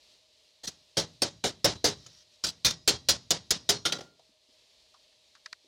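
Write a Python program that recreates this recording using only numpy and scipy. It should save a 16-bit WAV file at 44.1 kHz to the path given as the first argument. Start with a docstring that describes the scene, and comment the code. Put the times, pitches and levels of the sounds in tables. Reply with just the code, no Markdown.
"""A soft hiss and a faint drone, both filtered noise, lie under a blade set down on a chain-damped anvil.
A hammer strikes it five times at the anvil's edge, then seven times on its face: choked noise makes the
clang, decaying sines the ringing modes, and fading noise the room. Shifts of the blade grate between.
The hammer is laid down and rocks to rest; a few light clicks of resonant noise follow.
The close microphone overloads on the strong blows."""
import sys
import numpy as np
from scipy import signal
from scipy.fft import rfft, irfft
from scipy.io import wavfile
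from scipy.ndimage import uniform_filter1d

SR = 44100
rng = np.random.default_rng(int(sys.argv[2]) if len(sys.argv) > 2 else 0)


def dump_mix(stems):
    """Bounce the given channels to the path in sys.argv[1] as a 16-bit WAV at rate SR."""
    frames = np.atleast_2d(stems).T  # one column per channel
    limited = np.clip(frames, -1, 1)  # hard clip at full scale
    pcm = np.round(limited * 32767).astype(np.int16)
    wavfile.write(sys.argv[1], SR, pcm)


N = 250047

# anvil modes, the quickly damped ones first: [pitch_hz, edge_level_db, face_level_db, t60_s]
ANVIL_MODES = [ (2900, -3, -12, .16), (3150, -10, -11, .16), (3622, -8, -5, .16), (4415, -9, -8, .15),
               (4727, -8, -5, .16), (5551, -10, -6, .16), (5886, -10, -9, .18), (6360, -15, -14, .2),
               (7244, -14, -14, .16), (8400, -22, -19, .14), (1916, -30, -27, .55), (3257, -18, -19, .4),
               (3768, -17, -20, .45), (3973, -10.5, -26, .6), (4172, -20, -26, .55), (4274, -20, -16, .4),
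               (4657, -16, -21, .5), (4985, -22, -16.5, .55), (5141, -21, -17, .4), (5437, -21, -17, .38),
               (5626, -22, -15, .55), (6060, -20, -18, .38), (6772, -20, -20, .35)]
# spectrum of struck steel: [frequency_hz, density_db (dB per Hz)]
CLANG_COLOUR = [(60, 3), (400, -5.5), (900, -10.5), (1400, -3), (2400, -8), (3100, -4.5), (4500, -0.5),
                (6500, -3.5), (7600, -11.5), (10000, -14.5), (16000, -26.5)]
USUAL_T60_S = 0.06  # clang decay at which the clang and the blade's note need no level correction


def amp(db):
    """Level law: 20 dB is a tenfold amplitude."""
    return 10 ** (np.asarray(db) / 20)


def unit(x):
    """Normalisation: equal mean power, so that rms is 1."""
    return x / np.sqrt(np.mean(x ** 2) + 1e-20)


def read(points, hz):
    """Interpolation along a logarithmic frequency axis."""
    f, value = np.transpose(points)
    return np.interp(np.log(hz + 1), np.log(f + 1), value)


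def add(mix, start_s, sound):
    """Superposition: a sound joins the mix at its start time."""
    part = mix[round(start_s * SR):][:len(sound)]
    part += sound[:len(part)]


def noise(colour_db, size):
    """Spectral shaping: white noise is weighted by a function of frequency and scaled to rms 1."""
    spectrum = rfft(rng.standard_normal(size))
    hz = np.fft.rfftfreq(size, 1 / SR)
    return unit(irfft(spectrum * amp(colour_db(hz)), size))


def hump(hz, centre_hz, octaves):
    """Resonance shape: a bell of height 1 on a logarithmic frequency axis."""
    return np.exp(-0.5 * (np.log2((hz + 1) / centre_hz) / octaves) ** 2)


def fade(t, t60, rise):
    """Damping: a quick rise, then an exponential decay by 60 dB in t60 seconds."""
    return (1 - np.exp(-t / rise)) * np.exp(-np.log(1000) * t / t60)


def smooth_noise(size, width):
    """Slow random fluctuation: a moving average of white noise, scaled to rms 1."""
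    return unit(uniform_filter1d(rng.standard_normal(size), size=width))


def background():
    """Stationary noise: a soft hiss wavering in patches, and a hollow drone with a narrow core."""
    # spectrum of the hiss: [frequency_hz, density_db (dB per Hz)]
    hiss_colour = [(15, -32), (25, -16), (53, -1), (111, -7), (149, -13.5), (293, -11), (463, -7),
                   (624, -6), (734, -12.5), (936, -11), (1480, -19.5), (1740, -14), (4140, 0), (11900, -25),
                   (16000, -38.5)]
    steady = noise(lambda hz: read(hiss_colour, hz), N)
    z = signal.stft(steady, SR, nperseg=1024)[2]
    patches = uniform_filter1d(rng.standard_normal(z.shape), size=5, axis=0)  # across frequency
    patches = unit(uniform_filter1d(patches, size=5, axis=1))  # across time
    swell = smooth_noise(z.shape[1], width=12)
    wavering = z * amp(0.6 * patches + 1.3 * swell)
    hiss = unit(signal.istft(wavering, SR, nperseg=1024)[1][:N])
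    drone = noise(lambda hz: -10 * np.log10(1 + ((hz - 622) / 17) ** 4), N)
    return amp(-59.5) * hiss + amp(-72.5) * drone


def hammering():
    """Modal excitation: the place of a blow sets its thud and which anvil modes ring with the blade."""
    # blows, rebounds and light touches of blade on anvil:
    # [start_s, force_db, clang_t60_s, place (0 edge - 1 face), blade_note_hz]
    blows = [ (0.6334, -37, 0.18, 0.61, 4160), (0.673, -31, 0.05, 0.82, 4440),
             (0.9695, -20, 0.098, 0.19, 3210), (1.2190, -19, 0.049, 0.3, 8560),
             (1.4391, -23.5, 0.12, 0, 2904), (1.644, -16, 0.058, 0.086, 3710),
             (1.8420, -19, 0.12, 0.0029, 5940), (2.062, -44.5, 0.035, 0.4, 1310),
             (2.4378, -22.5, 0.06, 1, 5520), (2.465, -28, 0.094, 1, 4730),
             (2.6470, -14.5, 0.12, 0.97, 3613), (2.709, -30, 0.015, 1, 4150),
             (2.876, -12.5, 0.079, 0.69, 7520), (3.0864, -13.5, 0.081, 0.78, 4440),
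             (3.3056, -15.5, 0.038, 0.64, 6970), (3.506, -15.5, 0.035, 1, 5110),
             (3.6903, -13.5, 0.065, 0.61, 3724)]
    # relative to the force; at the edge the anvil rocks on its stand, on the face it hardly moves
    thud_edge_db, thud_face_db = -3, -23.5
    note_db, anvil_edge_db, anvil_face_db = -4.5, -15, -17
    # the clang is brightest near these pitches and leans a little towards the blade's note
    clang_edge_hz, clang_face_hz, note_pull = 5500, 5700, 0.14

    out, t = np.zeros(N), np.arange(3 * 2 ** 13) / SR
    # a thicket of weak anvil modes between the strong ones
    thicket = [(hz, -30, -30, 0.59) for hz in rng.uniform(3260, 6870, size=20)]
    mode_hz, edge_db, face_db, mode_t60 = np.transpose(ANVIL_MODES + thicket)
    for start_s, force_db, t60, face, note_hz in blows:
        edge = 1 - face
        thud_db = force_db + edge * thud_edge_db + face * thud_face_db
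        place_hz = edge * clang_edge_hz + face * clang_face_hz
        centre_hz = place_hz ** (1 - note_pull) * note_hz ** note_pull
        mode_db = edge * (edge_db + anvil_edge_db) + face * (face_db + anvil_face_db)
        anvil = ring(t, mode_hz, mode_db, mode_t60, scatter_db=2.2)
        # a shorter note is a stronger one
        note_gain = amp(note_db) * np.sqrt(USUAL_T60_S / t60)
        note = note_gain * np.sin(2 * np.pi * note_hz * t) * fade(t, 1.2 * t60, rise=0.00026)
        contact = strike(t, force_db, t60, centre_hz, thud_db)
        add(out, start_s, contact + amp(force_db) * (note + anvil))
    return out


def strike(t, force_db, t60, centre_hz, thud_db):
    """Impact energy: a short clang packs it into a higher peak; the room answers clang and thud."""
    room_per_clang_db, room_per_thud_db = -17.5, -7
    steel = np.sqrt(USUAL_T60_S / t60) * clang(t, t60, centre_hz)
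    # the two shares of the room sound add as powers
    room = np.hypot(amp(force_db + room_per_clang_db), amp(thud_db + room_per_thud_db))
    return amp(force_db) * steel + amp(thud_db) * thud(t) + room * workshop(t)


def clang(t, t60, centre_hz, choke=1.7):
    """Choked dense modes: hammer, blade and tongs hold while they chatter, then soft hot steel damps them."""
    treble_hz, treble_t60_share = 7840, 0.92  # above this pitch the clang dies sooner
    grid_hz = np.arange(0, SR / 2, 170)
    clumps_db = 4.95 * rng.standard_normal(len(grid_hz))  # each contact favours other groups of modes

    def colour_db(hz):
        """Spectral envelope: the steel's colour, a peak near the centre pitch and the random clumps."""
        peak_db = 8.9 * hump(hz, centre_hz, octaves=1.0)
        return read(CLANG_COLOUR, hz) + peak_db + np.interp(hz, grid_hz, clumps_db)

    def choked(span_s):
        """Growing damping: the level in dB falls ever faster, to -60 dB after the span."""
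        return np.exp(-np.log(1000) * (t / span_s) ** choke)

    crowd = noise(colour_db, len(t))
    chatter = smooth_noise(len(t), width=200)  # the blade slaps against the anvil
    body = signal.sosfiltfilt(signal.butter(4, treble_hz, fs=SR, output="sos"), crowd)
    treble = crowd - body
    decaying = body * choked(t60) + treble * choked(t60 * treble_t60_share)
    return decaying * amp(2.0 * chatter) * (1 - np.exp(-t / 0.0011))


def thud(t):
    """Momentum transfer: the blow drives the anvil into its stand, a dull push and a few low modes."""
    # the anvil jolting on its stand: [pitch_hz, level_db, t60_s]
    stand = [(68.5, -28.5, 0.11), (126.5, -12.5, 0.27), (166.6, -13.5, 0.49), (217.9, -11.5, 0.24),
             (327, -15, 0.22), (409.8, -7, 0.22), (482, -9, 0.19), (564.7, -5.5, 0.16), (720.3, -7, 0.12)]
    # spectrum of the push: [frequency_hz, density_db (dB per Hz)]
    push_colour = [(25, -54), (70, 5.5), (130, -9), (300, 3.5), (600, 3), (850, -1.5), (1100, -13),
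                   (2200, -8.5), (5000, -80)]
    push = noise(lambda hz: read(push_colour, hz), len(t)) * fade(t, t60=0.18, rise=0.0014)
    jolt = ring(t, *np.transpose(stand), scatter_db=4.0) * (1 - np.exp(-t / 0.0028))
    return amp(1.0) * push + amp(-2.0) * jolt


def ring(t, hz, db, t60, scatter_db):
    """Beating: modes decay in close pairs; no two blows land alike, so strength and damping scatter."""
    phase, twin_phase, split = rng.random((3, len(hz), 1))
    luck, grip = rng.standard_normal((2, len(hz), 1))
    turns = hz[:, None] * t
    twin_turns = turns * (1 + 0.0066 * (split - 0.5))
    waves = np.sin(2 * np.pi * (turns + phase)) + 0.79 * np.sin(2 * np.pi * (twin_turns + twin_phase))
    gains = amp(db[:, None] + scatter_db * luck)
    decays = fade(t, t60[:, None] * np.exp(0.088 * grip), rise=0.00091)
    return (gains * waves * decays).sum(0)


def workshop(t, bend=1.219):
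    """Diffuse reverberation: echoes build up, then fall away ever faster; the bass lasts longest."""
    # spectrum of the echoes: [frequency_hz, density_db (dB per Hz)]
    room_colour = [(25, -25), (70, 1.5), (130, 5), (300, -1), (600, -5.5), (1100, -1.5), (2400, -3.5),
                   (3300, 3), (5200, 6), (6600, 0), (8000, -8), (11000, -20.5), (16000, -42)]
    # decay of the workshop: [frequency_hz, t60_s]
    room_t60 = [(70, 0.87), (160, 0.5), (400, 0.4), (1200, 0.26), (4500, 0.21), (9000, 0.22),
                (16000, 0.089)]
    echoes = noise(lambda hz: read(room_colour, hz), len(t))
    hz, when, z = signal.stft(echoes, SR, nperseg=512)
    decay = np.exp(-np.log(1000) * (when / read(room_t60, hz)[:, None]) ** bend)
    tail = signal.istft(z * decay, SR, nperseg=512)[1]
    return amp(3.0) * tail[:len(t)] * (1 - np.exp(-t / 0.0032))


def slide():
    """Friction: scale grates unevenly as the blade is shifted, and anvil modes sing faintly under it."""
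    # the blade shifted over the anvil: [start_s, length_s, level_db]
    slides = [(.68, 0.17, -69), (1.928, .31, -54.5), (2.313, 0.056, -61.5)]
    ramp_s = 0.013
    t = np.arange(N) / SR
    pressure = np.zeros(N)
    for start_s, length_s, level_db in slides:
        to_nearest_end_s = np.minimum(t - start_s, start_s + length_s - t)
        pressure += amp(level_db) * np.clip(to_nearest_end_s / ramp_s, 0, 1)
    grit = smooth_noise(N, width=300)
    mode_hz = np.transpose(ANVIL_MODES)[0][:, None]

    def colour_db(hz):
        """Resonant response: the steel's colour, one narrow hump and a peak at every anvil mode."""
        singing = (1 / (1 + ((hz - mode_hz) / 25) ** 2)).max(0)
        return read(CLANG_COLOUR, hz) + 4.6 * hump(hz, 5500, octaves=0.21) + 14.0 * singing

    return pressure * amp(1.2 * grit) * noise(colour_db, N)


def laying_down():
    """Free vibration: with no hot steel under it the hammer rings and rattles, duller when touched lightly."""
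    # the hammer laid on the anvil, rocking to rest: [start_s, force_db, clang_t60_s]
    rocks = [(3.8520, -22, .09), (3.9215, -26.5, .035), (3.9850, -45, .018), (4.0060, -42, .028)]
    # hammer head and handle: [pitch_hz, level_db, t60_s]
    hammer = [(240, -24, .35), (340, -17, .4), (410, -16, .4), (790, -15, .12), (1152, -18, .22),
              (1400, -9.5, .3), (1930, -16, .2), (2890, -7, .13), (3200, -2, .15), (3420, -4, .14),
              (3930, -1, .16), (4630, -6, .11), (4830, -6, .13), (5286, -5, .16), (5880, -10, .16),
              (6282, -12, .14)]
    thud_share_db, ring_share_db, centre_hz = -12, -10, 3340  # shares relative to the force
    dulling = 0.43  # dB of thud and low ring gained per dB that a contact is lighter than the first
    low_hz = 1800  # modes below this count as low
    # the handle clatters on; its level follows only a share of the contact's force in dB
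    clatter_db, clatter_hz, clatter_t60_s, clatter_share = -41.5, 323, 0.37, 0.3

    out, t = np.zeros(N), np.arange(2 ** 15) / SR
    mode_hz, mode_db, mode_t60 = np.transpose(hammer)
    for start_s, force_db, t60 in rocks:
        lighter_db = rocks[0][1] - force_db
        dull_db = dulling * lighter_db
        rattle = 1 + 0.5 * smooth_noise(len(t), width=260)
        head_db = mode_db + dull_db * (mode_hz < low_hz)
        head = rattle * ring(t, mode_hz, head_db, mode_t60, scatter_db=2.0)
        handle = noise(lambda hz: 40 * hump(hz, clatter_hz, octaves=1.54), len(t))
        handle *= amp(clatter_db - clatter_share * lighter_db) * fade(t, clatter_t60_s, rise=0.025)
        contact = strike(t, force_db, t60, centre_hz, force_db + thud_share_db + dull_db)
        add(out, start_s, contact + amp(force_db + ring_share_db) * head + handle)
    # none of these contacts shakes the floor
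    return signal.sosfilt(signal.butter(2, 100, "highpass", fs=SR, output="sos"), out)


def clicks():
    """Contact stiffness: harder contacts have a higher body resonance and more of a shorter bright edge."""
    # light clicks and knocks around the anvil: [start_s, level_db, t60_s, body_hz]
    contacts = [(4.194, -50, .07, 700), (4.292, -60, .08, 270), (4.488, -61, .1, 290),
                (4.942, -51, .09, 1050), (5.126, -58, .03, 1700), (5.351, -48.5, .08, 1400),
                (5.4595, -36, .045, 1600), (5.5277, -32.5, .028, 1600), (5.645, -60, .12, 300)]
    # spectrum of the bright edge: [frequency_hz, density_db (dB per Hz)]
    edge_colour = [(800, -2.5), (2500, 9), (4800, 16.5), (6200, 11), (8000, -0.5), (10500, -9),
                   (15000, -28)]
    out, t = np.zeros(N), np.arange(2 ** 13) / SR
    for start_s, level_db, t60, body_hz in contacts:
        edge_db = -1.5 + 4 * np.log2(body_hz / 1000)  # 4 dB more per octave of body pitch
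        body = noise(lambda hz: 60 * hump(hz, body_hz, octaves=1.0), len(t))
        body *= fade(t, t60, rise=0.0014)
        edge = noise(lambda hz: read(edge_colour, hz), len(t)) * fade(t, 0.57 * t60, rise=0.00056)
        add(out, start_s, amp(level_db) * (body + amp(edge_db) * edge))
    return out


def scene():
    """Superposition: all sources of the forge add up in one channel."""
    return (background() + hammering() + slide() + laying_down() + clicks())[None]


def record(dry, ceiling=0.18, knee=32.0, gate_db=-41, depth_db=5.5):
    """Saturation, gating and band limits: loud peaks flatten, quiet passages sink, bass and top roll off."""
    squashed = dry / (1 + abs(dry / ceiling) ** knee) ** (1 / knee)
    power = abs(uniform_filter1d(squashed ** 2, size=500))  # abs guards against rounding below zero
    level_db = 10 * np.log10(power + 1e-12)
    # the gate reaches its full depth 2 dB below its threshold
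    gated = squashed * amp(-depth_db * np.clip((gate_db - level_db) / 2, 0, 1))
    thinned = signal.sosfilt(signal.butter(1, 65, "highpass", fs=SR, output="sos"), gated)
    return signal.sosfilt(signal.ellip(10, 0.1, 70, 16000, fs=SR, output="sos"), thinned)


dry = scene()
out = record(dry)
dump_mix(out)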